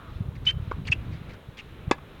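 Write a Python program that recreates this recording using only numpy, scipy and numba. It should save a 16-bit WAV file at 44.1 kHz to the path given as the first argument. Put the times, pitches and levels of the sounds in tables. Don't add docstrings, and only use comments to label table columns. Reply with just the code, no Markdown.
import sys
import numpy as np
from scipy import signal
from scipy.fft import rfft, irfft
from scipy.io import wavfile
from scipy.ndimage import uniform_filter1d
from numba import njit

SR = 44100
rng = np.random.default_rng(int(sys.argv[2]) if len(sys.argv) > 2 else 0)


def attenuation_scalar(level_db):
    decades = np.asarray(level_db, float) / 20
    return 10 ** decades


def wrap_up_sound(samples):
    columns = np.atleast_2d(samples).T
    tamed = np.clip(columns, -1, 1)
    steps = np.round(tamed * 32767).astype(np.int16)
    wavfile.write(sys.argv[1], SR, steps)


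N = 97020
T = np.arange(N) / SR


def unit(x):
    return x / np.sqrt(np.mean(x ** 2))


def colour(x, points):
    p = np.array(points)
    hz = np.arange(N // 2 + 1) * SR / N + 1
    gain_db = np.interp(np.log(hz), np.log(p[:, 0]), p[:, 1])
    return irfft(rfft(x) * attenuation_scalar(gain_db), N)


def walk(rate):
    k = max(int(SR / rate), 2)
    steps = np.repeat(rng.standard_normal(N + 1)[:N // k + 1], k)
    return unit(uniform_filter1d(uniform_filter1d(steps, k), k)[:N])


@njit
def svf(x, hz, width):
    y, b, l = np.empty(len(x)), 0., 0.
    for i in range(len(x)):
        g, k = np.tan(np.pi * hz[i] / SR), width / hz[i]
        v = (b + g * (x[i] - l)) / (1 + g * (g + k))
        b, l, y[i] = 2 * v - b, l + 2 * g * v, k * v
    return y


def band(x, hz, width_hz):
    return svf(x, hz + 0 * T, float(width_hz))


def delayed(x, late_s):
    return np.interp(T - late_s, T, x)


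def strike(contact_s, crack_db, crack_rise_s, modes):
    ringing = 0
    for hz, db, start_ms, swell_ms in modes:
        t = np.maximum(T - contact_s - start_ms / 1000, 0)
        u = t * 1000 / swell_ms
        ringing = ringing - attenuation_scalar(db) * (u * np.exp(1 - u)) ** 2 * np.sin(2 * np.pi * hz * t)
    crack_hz, crack_t60_s = 1900, 0.04
    t = np.maximum(T - contact_s, 0)
    felt = unit(band(band(rng.standard_normal(N), crack_hz, 3700), crack_hz, 4300))
    felt = signal.sosfilt(signal.butter(1, 6000, fs=SR, output="sos"), felt)
    return ringing + felt * (1 - np.exp(-t / crack_rise_s)) * attenuation_scalar(crack_db - 60 * t / crack_t60_s)


def near_racket():
    # (frequency [Hz], peak level [dB], start after contact [ms], swell time [ms])
    near_modes = [(329, -10.5, 0.47, 2.12), (516, -16, 1.02, 1.6), (1060, -13.5, 0.19, 0.67),
                  (1002, -14.5, 4.29, 2.13), (803, -13.5, 2.505, 0.98), (1520, -21, 1.59, 1.2),
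                  (1698, -35.5, 6, 9.9), (2050, -27, 1.46, 3.5), (2300, -23, 1.245, 2.4),
                  (2590, -25, 0.13, 3.8), (3535, -22, 0.67, 1.94), (4600, -28.5, 0.83, 1.5),
                  (5200, -29.5, 0.565, 1.1), (7170, -28, 0.35, 0.64)]
    return strike(1.9112, -19.5, 0.0012, near_modes)


def far_racket():
    # (frequency [Hz], peak level [dB], start after contact [ms], swell time [ms])
    far_modes = [(428, -24, .01, 1.9), (1410, -27.5, 0.68, 1.6), (1090, -19.5, 4.5, 1.37),
                 (2200, -39, 0.53, 2.5), (3120, -42.5, 0.34, 0.78)]
    return strike(.7129, -43, 0.0016, far_modes)


def squeaks():
    # (time [s], pitch [Hz], level [dB])
    squeak_paths = [
        [(.4655, 3190, -48), (.4705, 3020, -18), (.4758, 3000, -16), (.4835, 3040, -21.5), (.492, 3125, -21.5),
         (.501, 3115, -23.5), (.505, 3100, -32), (.511, 3090, -35), (.515, 3080, -60)],
        [(.918, 2750, -46), (.920, 2680, -23), (.922, 2580, -15.5), (.9238, 2420, -32), (.9257, 2720, -16),
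         (.929, 2570, -20), (.931, 2730, -16.5), (.9332, 2570, -26), (.9365, 2560, -46)],
        [(1.570, 3400, -64), (1.574, 3370, -49), (1.582, 3250, -53), (1.588, 3120, -44), (1.5945, 2950, -50),
         (1.598, 2750, -44), (1.603, 2850, -47), (1.612, 2450, -56)],
    ]
    rough_levels = [-15, -14, -5]
    # (delay [s], level [dB])
    squeak_echoes = [
        [(.033, -27), (.074, -40), (.103, -42)],
        [(.011, -26), (.0185, -30)],
        [(.019, -22)],
    ]
    wobble_share, wobble_db, octave_db, rough_width_hz = .003, .4, -34.5, 2400
    out = 0
    for path, rough_db, echoes in zip(squeak_paths, rough_levels, squeak_echoes):
        s, hz, db = np.array(path).T
        pitch = np.interp(T, s, hz) * (1 + wobble_share * walk(500))
        phase = 2 * np.pi * np.cumsum(pitch) / SR
        rough = attenuation_scalar(rough_db) * walk(rough_width_hz)
        octave = attenuation_scalar(octave_db) * (0.31 + walk(700)) * np.sin(2 * phase)
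        tone = (1 + rough) * np.sin(phase) + octave
        tone = np.sqrt(2) * tone * np.interp(T, s, attenuation_scalar(db), 0, 0) * attenuation_scalar(wobble_db * walk(230))
        out = out + tone
        for late_s, echo_db in echoes:
            out = out + attenuation_scalar(echo_db + 1.4 * walk(150)) * band(delayed(tone, late_s), 2600, 1500)
    return out


def scuffs():
    # (start [s], length [s], level [dB], tread pitch [Hz], glide to end [ratio])
    scuff_events = [(0.352, 0.023, -54.5, 2200, 1), (0.4515, 0.004, -43.5, 1530, 1.3),
                    (0.4548, 0.012, -46, 5550, 0.53), (0.461, 0.052, -41.5, 2490, 1.1),
                    (0.488, 0.015, -42, 2200, 0.73), (0.503, 0.014, -37, 2500, 0.88),
                    (0.85, 0.025, -52, 2580, 1.4), (0.869, 0.013, -44.5, 4600, 0.97),
                    (.870, 0.0086, -46.5, 1300, 0.83), (0.877, 0.02, -34.5, 2900, 0.57),
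                    (0.913, 0.018, -45.5, 5600, 1.1), (0.923, 0.018, -31.5, 2850, 0.96),
                    (1.117, 0.073, -55, 2300, 0.88), (1.293, 0.041, -53, 2050, 1.07),
                    (1.288, 0.032, -68, 4600, 0.9), (1.331, 0.038, -56, 1900, 0.62),
                    (1.334, 0.017, -67, 6200, 0.95), (1.5705, 0.017, -49, 2520, 0.86),
                    (1.571, 0.048, -63, 6000, 1.34), (1.588, 0.028, -46.5, 2500, 0.88)]
    # (frequency [Hz], level [dB])
    grit_colour = [(500, -13.5), (1500, 1.5), (2600, 4.5), (4600, 1.5), (6500, -13), (8500, -24.5),
                   (10000, -38), (16000, -39)]
    attack_s, release_share, tread_share = .002, 0.53, 0.48
    grit_db, grit_spread_db, high_hiss_db = -2, 2, -83.5
    grit_follow = 2.5
    loudness_db = grit_spread_db * rng.exponential(size=N) + 1.4 * walk(400)
    clicks = rng.standard_normal(N) * attenuation_scalar(loudness_db)
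    grit = colour(clicks, grit_colour)
    high_hiss = unit(band(rng.standard_normal(N), 12800, 7000))
    soften = signal.butter(4, 8800, fs=SR, output="sos")
    out = np.zeros(N)
    for s, length, db, hz, glide in scuff_events:
        u = (T - s) / length
        on = (u > 0) & (u < 1)
        centre = hz * glide ** np.clip(u, 0, 1)
        width_hz = min(tread_share * hz, 2300)
        tread = band(band(clicks, centre, width_hz), centre, width_hz)
        tread = signal.sosfilt(soften, tread)
        rise, fall = u * length / attack_s, (1 - u) / release_share
        shape = np.minimum(np.minimum(rise, fall), 1)[on]
        loose_grit = attenuation_scalar(grit_db) * unit(grit[on]) * (centre[on] / hz) ** grit_follow
        out[on] += attenuation_scalar(db) * shape * (unit(tread[on]) + loose_grit)
        out[on] += attenuation_scalar(high_hiss_db) * shape * high_hiss[on]
    return out


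def shed_wall(x):
    return attenuation_scalar(-26) * band(delayed(x, .0705), 1150, 1100)


def fence(x):
    return attenuation_scalar(-24.5) * band(delayed(x, .019), 5500, 7000)


def court_scatter(x):
    t = T[:SR // 2]
    gap_s, t60_s = .008, 0.096
    tail = band(rng.standard_normal(N), 1600, 3000)[:len(t)]
    tail = tail * (t > gap_s) * attenuation_scalar(-60 * t / t60_s)
    return attenuation_scalar(-23) * signal.fftconvolve(x, tail / np.sqrt(np.sum(tail ** 2)))[:N]


def buffet(s, db, hz, sign):
    i = np.arange(max(int((s - .04) * SR), 0), min(int((s + .04) * SR), N))
    u = (T[i] - s) * hz
    return i, -sign * attenuation_scalar(db) * np.exp(-.5 * (u / 0.36) ** 2) * np.sin(2 * np.pi * u)


def wind():
    # (time [s], rumble level [dB])
    gust = [(0.0, -45.5), (0.18, -40.5), (0.32, -41), (.55, -39), (0.78, -38), (1.0, -34), (1.2, -40.5),
            (1.3, -38.5), (1.4, -53.5), (1.6, -50), (1.8, -42), (2.0, -44.5), (2.08, -44), (2.2, -47.5)]
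    # (time [s], peak level [dB], frequency [Hz], push 1 or pull -1)
    strong_buffets = [(0.1206, -32, 66, 1), (0.1673, -28, 72, -1), (0.2095, -17.5, 120, 1),
                      (0.2195, -25, 114, 1), (0.2385, -44, 72, 1), (0.2626, -29, 96, -1),
                      (0.2884, -21, 102, 1), (0.3678, -30.1, 120, -1), (0.385, -26.5, 84, -1),
                      (0.4095, -31, 60, 1), (0.4327, -30, 108, 1), (0.4726, -28.5, 132, -1),
                      (0.4921, -29, 102, 1), (0.5429, -26.5, 102, -1), (0.5578, -25, 102, 1),
                      (0.5723, -19.5, 102, 1), (0.58, -28.5, 132, -1), (0.6027, -22, 108, 1),
                      (0.6295, -24, 90, -1), (0.6798, -23.5, 114, 1), (0.7011, -31, 66, -1),
                      (0.7501, -30, 60, -1), (0.7692, -30.6, 144, -1), (0.7855, -24.5, 132, 1),
                      (0.7946, -26.5, 162, -1), (0.8018, -25.7, 126, -1), (0.8195, -27.5, 144, 1),
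                      (0.8562, -26.5, 102, -1), (0.8785, -38.5, 96, 1), (0.8961, -33.7, 60, 1),
                      (0.9052, -19, 108, 1), (0.9175, -34, 66, 1), (0.9515, -37, 90, -1),
                      (0.971, -26.5, 96, -1), (0.9905, -26, 90, -1), (1.0091, -27.2, 84, 1),
                      (1.0603, -31.5, 102, -1), (1.0834, -26, 108, -1), (1.0966, -29, 102, 1),
                      (1.1075, -26, 126, 1), (1.1279, -25.4, 108, 1), (1.1442, -28, 120, -1),
                      (1.1542, -28.5, 132, 1), (1.2168, -30, 162, -1), (1.2762, -38, 60, 1),
                      (1.2889, -29, 96, 1), (1.4907, -28, 108, -1), (1.873, -33, 114, -1),
                      (1.8812, -19, 120, 1)]
    # (frequency [Hz], level [dB])
    rumble_colour = [(20, -14), (45, -1), (90, 4), (150, -5), (250, -10), (450, -17.5), (800, -25.5),
                     (2000, -57.5)]
    rumble_db, small_count, small_db, small_spread_db = -4, 260, -3, 6.5
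    gust_db = np.interp(T, *np.array(gust).T)
    uneven = rng.standard_normal(N) * attenuation_scalar(0.63 * walk(25.26))
    out = unit(colour(uneven, rumble_colour)) * attenuation_scalar(gust_db + rumble_db)
    small_buffets = []
    for a, b, c, d in rng.random((small_count, 4)):
        db = gust_db[int(a * N)] + small_db - small_spread_db * np.log(b / 2 + .5)
        small_buffets.append((a * T[-1], db, 60 + 110 * c, 1 if d < .65 else -1))
    for s, db, hz, sign in small_buffets + list(strong_buffets):
        i, wave = buffet(s, db, hz, sign)
        out[i] += wave
    return out


def town():
    # (frequency [Hz], level [dB])
    town_colour = [(30, -0.5), (120, -4), (450, -6.5), (750, -14), (1250, -10), (1800, -17.5),
                   (3900, -21.5), (4600, -36)]
    fall_db, flicker_db = -11, -2.5
    top = (9000, town_colour[-1][1] + fall_db)
    far = colour(rng.standard_normal(N), list(town_colour) + [top])
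    flicker = 0
    for hz in 150 * 2. ** np.arange(6):
        flicker = flicker + (attenuation_scalar(flicker_db * walk(9.66)) - 1) * band(far, hz, hz / 2)
    return attenuation_scalar(-49.5) * unit(far + flicker)


def scene():
    balls = near_racket() + far_racket()
    shoes = scuffs()
    away = balls + attenuation_scalar(-1.5) * shoes
    echoes = court_scatter(away) + shed_wall(away) + fence(away)
    return (balls + squeaks() + shoes + echoes + wind() + town())[None]


def band_limit(x):
    return signal.sosfilt(signal.butter(12, 16810, fs=SR, output="sos"), x)


def record(dry):
    x = dry[0] + attenuation_scalar(-70.5) * rng.standard_normal(N)
    notch_hz, notch_width_hz, notch_share = 7750, 320, .85
    mix = x - notch_share * band(x, notch_hz, notch_width_hz)
    return band_limit(mix[None])


dry = scene()
out = record(dry)
wrap_up_sound(out)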